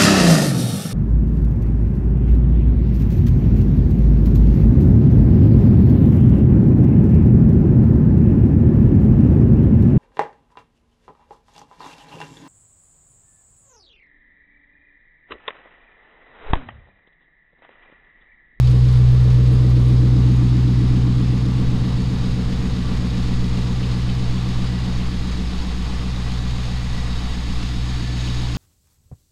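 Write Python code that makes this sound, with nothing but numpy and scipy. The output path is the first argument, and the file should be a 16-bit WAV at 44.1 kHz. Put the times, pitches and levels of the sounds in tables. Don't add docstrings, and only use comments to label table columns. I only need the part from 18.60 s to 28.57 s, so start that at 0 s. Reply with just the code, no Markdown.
import sys
import numpy as np
from scipy import signal
from scipy.fft import rfft, irfft, next_fast_len
from scipy.io import wavfile
from scipy.ndimage import uniform_filter1d

SR = 44100
rng = np.random.default_rng(int(sys.argv[2]) if len(sys.argv) > 2 else 0)


def log_audio(samples):
    frames = np.atleast_2d(samples).T
    limited = np.clip(frames, -1, 1)
    pcm = np.round(limited * 32767).astype(np.int16)
    wavfile.write(sys.argv[1], SR, pcm)


N = 439677
TIME_S = np.arange(N) / SR
N_FFT = next_fast_len(N + 2 * SR)
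BINS_HZ = np.arange(N_FFT // 2 + 1) * SR / N_FFT + 1e-3

# (time [s], firing rate [Hz])
FIRING_RATE = [(0, 61.83), (2.2, 61.41), (3.3, 61.89), (4.7, 60.54), (5.2, 61.29), (9.97, 60.93)]
# (pulse lead [ms], relative level [dB])
CYLINDER_PULSES = [(1.9, -1.9), (1.8, -4.4), (-1.6, -2.8), (-1.6, -3.8), (1.7, -4.1), (1, -2.1), (.6, -2),
                   (1.6, 2.5)]
# (centre [Hz], width [Hz], relative gain [dB])
PIPE_MODES = [(46.8, 10, 0), (78, 10, -10), (109, 31, -9), (145.6, 22, -5), (180.1, 10, -.6),
              (187.6, 10, -6), (225.4, 10, -3.8), (236.4, 10, -5), (267, 15, -13.7), (292, 22, -15.5),
              (327.6, 21, -14.5), (382, 25, -26), (440, 22, -20.5), (484, 28, -23.5)]
MODE_DELAYS_MS = [44.2, 42.2, 45.2, 43.1, 43.9, 41.9, 46.6, 45.4, 48.4, 24.9, 18, 55, 17.6, 12.8]
# (centre [Hz], base level at 1 m [dB], tail-to-nose change [dB], bank cancellation [0-1])
EXHAUST_BANDS = [(85, -22.5, 1, 0), (148, -28.5, 8, 0.35), (200, -24.5, -.5, 0.64),
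                 (240, -26.5, -1.5, 0.85), (318.5, -27.5, 0.5, 0.91), (385, -38.2, -6, 0.2),
                 (486, -34.5, -13, 0.58)]
# (centre [Hz], width [Hz], relative level [dB])
GAS_BANDS = [(8700, 2000, 1), (10400, 2000, -4), (12700, 2600, -7.5)]
# (time [s], whirr [dB], hiss [dB])
BAY_LEVELS = [(0.1, -44.5, -43), (0.88, -43.5, -44.5), (4.99, -43, -40.5), (7.81, -42.5, -40),
              (9.44, -43.5, -38.5), (9.85, -42.5, -37.5)]
# (frequency [Hz], relative density [dB])
WHIRR_SPECTRUM = [(250, -15.5), (450, 4.5), (600, -4), (740, -2.5), (850, 0.5), (1030, 0.5), (1170, -1),
                  (1450, -4.5), (2200, -14.5), (4000, -46.5)]
# (frequency [Hz], relative density [dB])
HISS_SPECTRUM = [(600, -22), (1400, -4), (2200, 0.5), (3100, 1), (4200, 0.5), (5200, -2.5), (5700, -8),
                 (6700, -9.5), (7300, -12.5), (8100, -13.5), (10000, -21.5), (11700, -28), (13000, -29),
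                 (15600, -43.5)]
# (centre [Hz], width [Hz], gain at tail [dB], tail-to-nose change [dB])
METAL_MODES = [(726, 65, -1.5, 3), (1157, 38, -3, 0), (1745, 19, -2.5, 7), (1945, 24, 0, 2.5),
               (3514, 40, -10.5, 9.5), (3816, 79, -3.5, 5), (4476, 24, 0, 5), (4965, 60, -5.5, 2),
               (6630, 200, -3.5, 5)]
# (time [s], half-length [s], pitch [Hz], lift [dB])
PULLEY_SWELLS = [(3.38, .1, 4505, 6), (3.6, .2, 3800, 5), (4.15, .2, 1160, 5), (5.77, .08, 4505, 6),
                 (6.2, .2, 1940, 5), (6.36, .08, 4505, 8), (7, .08, 3800, 5), (8.35, .3, 1940, 7),
                 (9.05, .15, 3500, 6), (9.5, .35, 4505, 4), (9.7, .2, 3800, 4), (9.7, .2, 6580, 5)]
# (time [s], level [dB], decay [s])
SHOE_STROKES = [(3.922, -41, 0.015), (5.228, -36.5, 0.026), (5.49, -38.5, 0.023), (6.4, -39, 0.028),
                (8.887, -41, .012), (9.675, -32.5, 0.01)]
# (frequency [Hz], relative density [dB])
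SHOE_SPECTRUM = [(1200, -25), (2300, 11), (3100, 18), (4200, -28), (9000, -21), (15000, -37)]
# (frequency [Hz], relative density [dB])
BUFFET_SPECTRUM = [(2, -14.5), (5, 0.5), (10, 0), (14, -20.5), (19, -13.5), (35, -22.5), (50, -16),
                   (70, -35.5), (200, -78)]
# (time [s], distance from tips [m], bearing from straight behind [deg])
MIC_PATH = [(0, 2.2, -8.5), (1.1, 2.1, 12), (2, 2.22, 31), (4.3, 2.25, 68.5), (7, 3.86, 92),
            (9.97, 7.3, 158.5)]
# (frequency [Hz], time [s], half-width [s], change [dB])
HALL_NODES = [(61, 3.3, 1.0, -4), (61, 5.85, 1.2, -2.5), (122, 4.16, 0.91, -7), (122, 7.04, 1.12, -27),
              (122, 8.76, 0.68, -11), (148, 6, 2.1, -8), (190, 4.1, 0.55, -1.5), (190, 6.3, 0.56, 4.5),
              (240, 4.4, 0.43, 2), (480, 0.84, .3, 2.5), (480, 1.8, .3, -4.5), (480, 5.4, 0.33, 2)]


def blowdown(firings, jitter_ms=.1, scatter_db=.8):
    times_s = crank_times_s(firings, 1)
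    cylinder = (1 + np.arange(len(times_s))) % len(CYLINDER_PULSES)
    lead_ms, level_db = np.array(CYLINDER_PULSES)[cylinder].T
    jitter, scatter = rng.standard_normal((len(times_s), 2)).T
    return clicks(times_s - (lead_ms + jitter_ms * jitter) / 1000, undb(level_db + scatter_db * scatter))


def exhaust(pulses, idle_hz):
    turbulence = unit(fade(pulses, decay_s=.0077) * noise())
    pipes = sum(undb(db) * resonance(hz, width_hz) * np.exp(-2j * np.pi * BINS_HZ * delay_ms / 1000)
                for (hz, width_hz, db), delay_ms in zip(PIPE_MODES, MODE_DELAYS_MS))
    wet_db = np.interp(TIME_S, [5, 9], [-24, -10])
    ring = hall(shape(unit(pulses) + undb(-19) * turbulence, pipes), wet_db)
    edges_hz = [30, 130, 165, 212, 272, 350, 420, 560]
    lowpasses = [1 / (1 + (BINS_HZ / hz) ** 16) for hz in edges_hz]
    notches = np.prod([1 - np.exp(-((BINS_HZ - k * idle_hz) / 4) ** 4) for k in (1, 2)], axis=0)
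    bands = [unit(shape(ring, bandpass * notches)) for bandpass in np.diff(lowpasses, axis=0)]
    return sum(band * from_tips(db + nose_db * towards_nose()) * twin_pipes(hz, cancel) * hall_gain(hz)
               for band, (hz, db, nose_db, cancel) in zip(bands, EXHAUST_BANDS))


def boom(firings, idle_hz):
    phase_rad = 2 * np.pi * (firings - .09 + .014 * drift(18))

    def tone(harmonic, base_db, beam_db, nose_db):
        level_db = base_db + beam_db * in_beam(half_width_deg=38) + nose_db * towards_nose()
        gain = undb(level_db + .51 * drift(16)) * hall_gain(harmonic * idle_hz)
        return np.sqrt(2) * gain * np.cos(harmonic * phase_rad)

    fundamental = tone(1, base_db=-21.5, beam_db=3.2, nose_db=-4)
    octave = tone(2, base_db=-16, beam_db=4.17, nose_db=-8.5)
    return fundamental + octave


def spit(firings, at_1m_db=-61.5, beam_db=7, jitter_s=.004, scatter_db=2.2, colour_db=3.2):
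    times_s = crank_times_s(firings, 1)
    count = len(times_s)
    times_s += jitter_s * rng.uniform(-1, 1, count)
    strength_db = scatter_db * noise(count)
    patter = 0
    for hz, width_hz, db in GAS_BANDS:
        puffs = fade(clicks(times_s, undb(strength_db + colour_db * noise(count))), decay_s=.004)
        patter += undb(db) * unit(shape(puffs * noise(), resonance(hz, width_hz) ** 2))
    return unit(hall(patter, wet_db=-7)) * from_tips(at_1m_db + beam_db * in_beam(half_width_deg=26))


def engine_bay(firings, tick_db=-6.5, hiss_trim_db=.2, whirr_trim_db=1.04):
    whirr_db, hiss_db = curves(BAY_LEVELS)
    ticks = undb(tick_db) * valves(firings)
    belt = belt_gain(firings)
    hiss = shape(hall(belt * noise() + ticks, wet_db=-9), colour(HISS_SPECTRUM))
    rough_belt = belt * noise() * undb(.35 * np.cos(2 * np.pi * firings) + .7 * drift(35))
    whirr = shape(rough_belt, colour(WHIRR_SPECTRUM))
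    bay = unit(hiss) * undb(hiss_db + hiss_trim_db) + unit(whirr) * undb(whirr_db + whirr_trim_db)
    return bay + metal_ring(bay) + injectors(firings) * undb(hiss_db - 30)


def valves(firings, offset_s=.002, scatter_db=4.5):
    times_s = crank_times_s(firings, 2)
    valve_count = 2 * len(CYLINDER_PULSES)
    times_s += offset_s * noise(valve_count)[np.arange(len(times_s)) % valve_count]
    impacts = clicks(times_s, undb(scatter_db * noise(len(times_s))))
    return unit(fade(impacts, decay_s=.0071) * noise())


def belt_gain(firings, swish_db=.5, flutter_db=.46):
    swish = np.cos(2 * np.pi * firings / 20.5)
    flutter = np.cos(2 * np.pi * firings * 3 / 8)
    return undb(swish_db * swish + flutter_db * flutter + .21 * drift(11))


def metal_ring(bay):
    rings = 0
    for hz, width_hz, tail_db, nose_db in METAL_MODES:
        singing_db = sum(lift_db * np.exp(-((TIME_S - at_s) / half_s) ** 2)
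                         for at_s, half_s, sung_hz, lift_db in PULLEY_SWELLS
                         if abs(sung_hz / hz - 1) < .04)
        gain_db = tail_db + nose_db * towards_nose() + 1.1 * drift(6) + singing_db
        rings += shape(bay, resonance(hz, width_hz)) * undb(gain_db)
    return rings


def injectors(firings, scatter_db=3):
    times_s = crank_times_s(firings, 1)
    envelope = fade(clicks(times_s, undb(scatter_db * noise(len(times_s)))), decay_s=.004)
    return unit(shape(envelope * noise(), resonance(hz=9000, width_hz=3500) ** 2))


def scuffs():
    strokes = sum(fade(clicks(np.array([at_s]), undb([db])), decay_s)
                  for at_s, db, decay_s in SHOE_STROKES)
    return strokes * unit(shape(noise(), colour(SHOE_SPECTRUM)))


def buffet(level_db=-26.5):
    return unit(shape(noise(), colour(BUFFET_SPECTRUM))) * undb(level_db)


def hall(x, wet_db, t60_s=.71, gap_s=.015):
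    age_s = TIME_S[:SR]
    tails = noise((3, SR)) * np.exp(-np.log(1000) * age_s / t60_s) * (age_s > gap_s)
    shares = np.array([drift(1.284) for _ in tails])
    shares /= np.linalg.norm(shares, axis=0)
    echoes = sum(share * shape(x, rfft(tail / np.linalg.norm(tail), N_FFT))
                 for share, tail in zip(shares, tails))
    return (x + undb(wet_db) * echoes) / np.hypot(1, undb(wet_db))


def hall_gain(hz):
    powers = [1 - (1 - undb(db) ** 2) / (1 + ((TIME_S - at_s) / half_s) ** 2)
              for node_hz, at_s, half_s, db in HALL_NODES if abs(node_hz / hz - 1) < .11]
    return np.sqrt(np.prod(powers, axis=0))


def twin_pipes(hz, cancel, spacing_m=1.21):
    _, bearing_deg = curves(MIC_PATH)
    lag_s = spacing_m * np.sin(np.radians(bearing_deg)) / 343
    return np.sqrt(1 - cancel * np.cos(2 * np.pi * hz * lag_s))


def from_tips(at_1m_db):
    distance_m, _ = curves(MIC_PATH)
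    return undb(at_1m_db) / distance_m


def in_beam(half_width_deg):
    _, bearing_deg = curves(MIC_PATH)
    return 1 / (1 + (bearing_deg / half_width_deg) ** 6)


def towards_nose():
    _, bearing_deg = curves(MIC_PATH)
    return np.abs(bearing_deg) / 180


def crank_times_s(firings, per_firing):
    marks = np.arange(1, int(firings[-1] * per_firing)) / per_firing
    return np.interp(marks, firings, TIME_S)


def undb(db):
    return 10 ** (np.asarray(db) / 20)


def unit(x):
    return x / np.sqrt(np.mean(x ** 2))


def noise(size=N):
    return rng.standard_normal(size)


def drift(rate_hz):
    hold = int(SR / rate_hz)
    steps = noise(N // 100)[np.arange(N) // hold]
    return 1.3 * uniform_filter1d(uniform_filter1d(steps, hold), hold)


def curves(table):
    times_s, *columns = np.transpose(table)
    return [np.interp(TIME_S, times_s, column) for column in columns]


def shape(x, response):
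    return irfft(rfft(x, N_FFT) * response, N_FFT)[:N]


def colour(points):
    hz, db = np.transpose(points)
    return undb(np.interp(np.log(BINS_HZ), np.log(hz), db))


def resonance(hz, width_hz):
    return 1 / (1 + 1j * (BINS_HZ ** 2 - hz ** 2) / (BINS_HZ * width_hz))


def clicks(times_s, gains):
    inside = (times_s >= 0) & (times_s < TIME_S[-1])
    return np.bincount((times_s[inside] * SR).astype(int), gains[inside], N)


def fade(x, decay_s):
    return signal.lfilter([1], [1, -np.exp(-1 / (decay_s * SR))], x)


def scene():
    firing_hz, = curves(FIRING_RATE)
    idle_hz = np.mean(firing_hz)
    firings = np.cumsum(firing_hz) / SR
    tailpipes = boom(firings, idle_hz) + exhaust(blowdown(firings), idle_hz) + spit(firings)
    return (tailpipes + engine_bay(firings) + scuffs() + buffet())[None]


def record(dry):
    cutoff_hz = 15650
    return signal.sosfilt(signal.ellip(10, .1, 80, cutoff_hz, fs=SR, output="sos"), dry)


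dry = scene()
out = record(dry)
log_audio(out)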